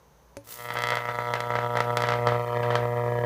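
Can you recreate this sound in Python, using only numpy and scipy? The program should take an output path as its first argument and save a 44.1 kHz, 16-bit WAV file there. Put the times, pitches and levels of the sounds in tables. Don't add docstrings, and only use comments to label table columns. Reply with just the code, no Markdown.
import sys
import numpy as np
from scipy import signal
from scipy.fft import rfft, irfft
from scipy.io import wavfile

SR = 44100
rng = np.random.default_rng(int(sys.argv[2]) if len(sys.argv) > 2 else 0)


def store_wav(level_fs):
    pcm = np.round(np.clip(np.atleast_2d(level_fs), -1, 1) * 32767)
    wavfile.write(sys.argv[1], SR, pcm.T.astype(np.int16))


N = 143325

MAINS_HZ = 60
STRIKE_S = .4714

# t/s, level/dB
ARC_LEVEL = [(.47, -48.5), (.53, -49), (.6, -37.5), (.66, -32.5), (.74, -33.5), (.78, -27), (.81, -29),
             (.91, -27), (1.03, -29.5), (1.1, -27), (1.16, -29), (1.2, -25.5), (1.25, -26.5), (1.3, -22),
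             (1.35, -27), (1.49, -24.5), (1.55, -20), (1.61, -22.5), (1.64, -20), (1.69, -22),
             (1.77, -19.5), (1.84, -20.5), (1.88, -18.5), (1.95, -19.5), (2.05, -20), (2.22, -16),
             (2.27, -14), (2.35, -15), (2.45, -22), (2.6, -15.5), (2.72, -14.5), (2.82, -15.5), (3.02, -16),
             (3.05, -13.5), (3.09, -14.5), (3.24, -14)]
ARC_TRIM_DB, ARC_SCATTER_DB, POLARITY_DB, JITTER_MS = -.5, 1.1, .5, .03
# t/s, pulse width/ms, pulse edge/ms, lag of the wall echo/ms
ARC_GROWTH = [(.5, 0.066, 0.11, 1.534), (.9, 0.14, 0.068, 1.5), (1.2, 0.4, 0.046, 1.474),
              (1.9, 0.48, 0.11, 1.49), (2.2, 0.57, 0.11, 1.52), (2.5, 0.63, 0.079, 1.645),
              (2.9, 0.67, 0.13, 1.593), (3.2, 0.8, 0.12, 1.666)]
WALL_GAIN = .62
# t/s, level/dB, spike edge/ms
HARD_RELIGHTS = [(.705, -21.5, 0.081), (.755, -21, 0.13), (.772, -22, 0.068), (.788, -27, 0.036),
                 (.805, -45, 0.034), (.822, -32, 0.021), (.838, -21, 0.043), (.872, -27, 0.035),
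                 (.888, -25.5, 0.042), (.905, -24, 0.034), (.922, -16, 0.08), (.938, -41, 0.057),
                 (.955, -29.5, 0.027), (.972, -18.5, 0.061), (1.088, -18.5, 0.16), (1.188, -21.5, 0.076),
                 (1.338, -16.5, 0.054), (1.355, -25, 0.054), (1.405, -21, 0.045), (1.505, -21, 0.084),
                 (1.538, -26, 0.1), (1.555, -15.5, .085), (1.588, -23, 0.08), (1.755, -17, 0.1),
                 (1.772, -19.5, 0.051), (1.805, -15.5, .055), (1.972, -15.5, 0.041), (2.005, -25, 0.049),
                 (2.022, -19.5, 0.046), (2.038, -13.5, 0.08), (2.072, -25, .055), (2.088, -16.5, 0.06),
                 (2.105, -23.5, 0.052), (2.122, -15.5, 0.077), (2.138, -18.5, 0.08), (2.272, -13.5, 0.068),
                 (2.288, -17.5, .075), (2.322, -24, 0.12), (2.63, -19.5, 0.14), (2.705, -15.5, 0.11),
                 (2.755, -13.5, 0.061)]
SNAP_TRIM_DB = -7.5
# f/Hz, gain/dB
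SURFACE_COLOUR = [(50, -48), (120, -1.5), (240, -8.5), (360, -4), (480, 2.5), (600, 0.5), (720, -.5),
                  (840, -3.5), (960, 13.5), (1080, 3.5), (1320, 5), (1560, -5.5), (1680, 9), (2100, 4.5),
                  (2400, 0.5), (2760, -8), (3250, 7), (3600, -2.5), (4400, 0.5), (7000, -1.5), (15000, 5.5)]

# f/Hz, level/dB
CHURN_COLOUR = [(100, -12), (300, -15.5), (550, 4), (1300, 1), (1600, 5), (2000, 2), (2700, -8),
                (3400, -9.5), (5000, -20), (15000, -48)]
# f/Hz, level/dB
FLICKER_COLOUR = [(20, 6.5), (150, -4), (600, -25), (15000, -78)]
CHURN_DB, CHURN_DECAY_S, CHURN_FLICKER_DB = -15.5, .035, 2.5

# t/s, level/dB
SIZZLE_LEVEL = [(.438, -74), (.447, -50), (.465, -54), (.473, -46.5), (.52, -35.5), (.57, -43), (.65, -45),
                (.71, -51), (1.1, -53.5), (1.45, -54.5), (1.9, -53), (2.4, -54.5), (3.24, -56)]
# f/Hz, level/dB
SIZZLE_SPECTRUM = [(500, -7), (2000, -8), (5000, -5), (8000, -4.5), (12000, -3.5), (15000, 2)]
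SIZZLE_LAG_MS, SIZZLE_WIDTH_MS = 3.3, 1.25
SIZZLE_WEAK, SIZZLE_STEADY = .22, .51

# f/Hz, level/dB
FLAME_COLOUR = [(25, -24), (55, -8), (110, -6), (250, -13), (600, -8), (1500, -18), (4000, -35),
                (15000, -50)]
FLAME_DB = -32
# f/Hz, level/dB
PUFF_COLOUR = [(30, -6), (140, 1), (400, -13), (3000, -32)]
SPUTTER_S, SPUTTER_HISS_DB, SPUTTER_PUFF_DB = .740, -37, -41
HISS_WIDTH_S, PUFF_WIDTH_S = .002, .008

# f/Hz, level/dB, t60/s
RING_MODES = [(111.5, -12.5, 0.38), (292, -9, 0.2), (404, -6, 0.055), (560, -3, 0.14), (610, -14, 0.058),
              (885, -18, 0.092), (5600, -31, .1), (6550, -35, .1), (9530, -26, 0.17), (10500, -29, 0.13)]
# f/Hz, level/dB
TICK_COLOUR = [(200, -7), (1500, 2), (3000, -1.5), (5500, -1), (9000, -3), (15000, -17)]
TAP_S, TAP_DB, TICK_DB, TICK_DECAY_S = .369, -32, -36, .0018

# f/Hz, gain/dB
REVERB_COLOUR = [(100, -14), (500, -14), (1000, -7), (2000, -1), (5000, 1), (15000, -3)]
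CLUTTER_DB, CLUTTER_T60_S = -9, .025
ROOM_DB, ROOM_T60_S = -13, .27

# f/Hz, level/dB
FLOOR_COLOUR = [(25, -31), (58, -5.5), (90, -24), (140, -12.5), (300, -24), (500, -14.5), (700, -23),
                (950, -17.5), (1300, -26), (2600, -36), (5300, -38.5), (6300, -32), (7300, -43.5),
                (15000, -40.5)]
FLOOR_DB = -58.5
HUM_DB, HUM_LOADED_DB, HUM_LOADED_S = -66, -57, 2.1
BASS_CUT_HZ, TOP_HZ = 38, 15400


def undb(db):
    return 10 ** (np.asarray(db) / 20)


def curve(table, t, axis=1):
    rows = np.array(table)
    return np.interp(t, rows[:, 0], rows[:, axis])


def colour(x, points):
    size = 8192
    hz, db = np.array(points).T
    bins_hz = np.arange(size // 2 + 1) * SR / size
    gain_db = np.interp(np.log(bins_hz + 1), np.log(hz), db)
    cepstrum = irfft(np.log(undb(gain_db)))
    cepstrum[1:size // 2] *= 2
    cepstrum[size // 2 + 1:] = 0
    response = irfft(np.exp(rfft(cepstrum)))
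    return signal.fftconvolve(x, response)[:len(x)]


def noise(points):
    x = colour(rng.standard_normal(2 * N), points)[N:]
    return x / x.std()


def pulse(t, at, width_ms, edge_ms):
    ms = (t - at) * 1000
    edge_ms = max(edge_ms, .015)
    rise = np.arctan((ms + width_ms / 2) / edge_ms)
    fall = np.arctan((ms - width_ms / 2) / edge_ms)
    return -(rise - fall) / (np.pi * width_ms)


def add_with_wall(out, t, at, gain, width_ms, edge_ms):
    near = slice(int(at * SR) - 600, int(at * SR) + 600)
    lag_s = curve(ARC_GROWTH, at, axis=3) / 1000
    straight = pulse(t[near], at, width_ms, edge_ms)
    mirrored = pulse(t[near], at + lag_s, width_ms, edge_ms + .004)
    out[near] += gain * (straight + WALL_GAIN * mirrored)


def arc(t):
    out = np.zeros(N)
    times = np.arange(STRIKE_S, t[-1], 1 / (2 * MAINS_HZ))
    chance = rng.standard_normal((len(times), 3))
    times = times + JITTER_MS * chance[:, 0] / 1000
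    for k, at in enumerate(times):
        db = curve(ARC_LEVEL, at) + ARC_TRIM_DB + ARC_SCATTER_DB * chance[k, 1]
        db += POLARITY_DB * (-1) ** k
        width_ms = curve(ARC_GROWTH, at) * np.exp(.13 * chance[k, 2])
        edge_ms = curve(ARC_GROWTH, at, axis=2) * np.exp(-.15 * chance[k, 1])
        add_with_wall(out, t, at, undb(db), width_ms, edge_ms)
    for at, db, edge_ms in HARD_RELIGHTS:
        nearest = times[np.argmin(abs(times - at))]
        add_with_wall(out, t, nearest, undb(db + SNAP_TRIM_DB), .02, edge_ms)
    return colour(out, SURFACE_COLOUR)


def churn(t):
    power = 0
    for at, db, _ in HARD_RELIGHTS:
        decay = np.exp(-2 * abs(t - at) / CHURN_DECAY_S)
        power = power + undb(db + CHURN_DB) ** 2 * (t > at) * decay
    flicker = undb(CHURN_FLICKER_DB * noise(FLICKER_COLOUR))
    return noise(CHURN_COLOUR) * np.sqrt(power) * flicker


def sizzle(t):
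    period_ms = 1000 / MAINS_HZ
    ms = (t - STRIKE_S) * 1000 - SIZZLE_LAG_MS

    def flare(ms):
        from_peak = (ms + period_ms / 2) % period_ms - period_ms / 2
        return np.exp(-.5 * (from_peak / SIZZLE_WIDTH_MS) ** 2)

    gate = SIZZLE_STEADY + flare(ms) + SIZZLE_WEAK * flare(ms + period_ms / 2)
    gate = gate / np.sqrt(np.mean(gate ** 2))
    started = t > SIZZLE_LEVEL[0][0]
    return noise(SIZZLE_SPECTRUM) * gate * undb(curve(SIZZLE_LEVEL, t)) * started


def flame(t):
    return noise(FLAME_COLOUR) * undb(curve(ARC_LEVEL, t) + FLAME_DB)


def sputter(t):
    def burst(width_s):
        return np.exp(-.5 * ((t - SPUTTER_S) / width_s) ** 2)

    hiss = undb(SPUTTER_HISS_DB) * noise(SIZZLE_SPECTRUM) * burst(HISS_WIDTH_S)
    puff = undb(SPUTTER_PUFF_DB) * noise(PUFF_COLOUR) * burst(PUFF_WIDTH_S)
    return hiss + puff


def tap(t):
    age = np.maximum(t - TAP_S, 0)
    ring = 0
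    for hz, db, t60 in RING_MODES:
        ring = ring + undb(db - 60 * age / t60) * np.sin(2 * np.pi * hz * age)
    tick = noise(TICK_COLOUR) * np.exp(-age / TICK_DECAY_S) * (t > TAP_S)
    return undb(TAP_DB) * ring + undb(TICK_DB) * tick


def room(x, t):
    age = t[:SR // 2]
    echoes = 0
    for db, t60 in (CLUTTER_DB, CLUTTER_T60_S), (ROOM_DB, ROOM_T60_S):
        tail = rng.standard_normal(len(age)) * undb(-60 * age / t60)
        tail = tail * (age > .0012)
        echoes = echoes + undb(db) * tail / np.linalg.norm(tail)
    return signal.fftconvolve(x, colour(echoes, REVERB_COLOUR))[:N]


def background(t):
    hum_db = np.interp(t, [STRIKE_S, HUM_LOADED_S], [HUM_DB, HUM_LOADED_DB])
    hum = undb(hum_db) * np.sin(2 * np.pi * MAINS_HZ * t)
    return undb(FLOOR_DB) * noise(FLOOR_COLOUR) + hum


def scene():
    t = np.arange(N) / SR
    direct = arc(t) + churn(t) + sizzle(t) + flame(t) + sputter(t) + tap(t)
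    return (direct + room(direct, t) + background(t))[None]


def record(dry):
    bass_cut = signal.butter(4, BASS_CUT_HZ, "high", fs=SR, output="sos")
    top_cut = signal.ellip(10, .2, 80, TOP_HZ, fs=SR, output="sos")
    return signal.sosfilt(top_cut, signal.sosfilt(bass_cut, dry))


dry = scene()
out = record(dry)
store_wav(out)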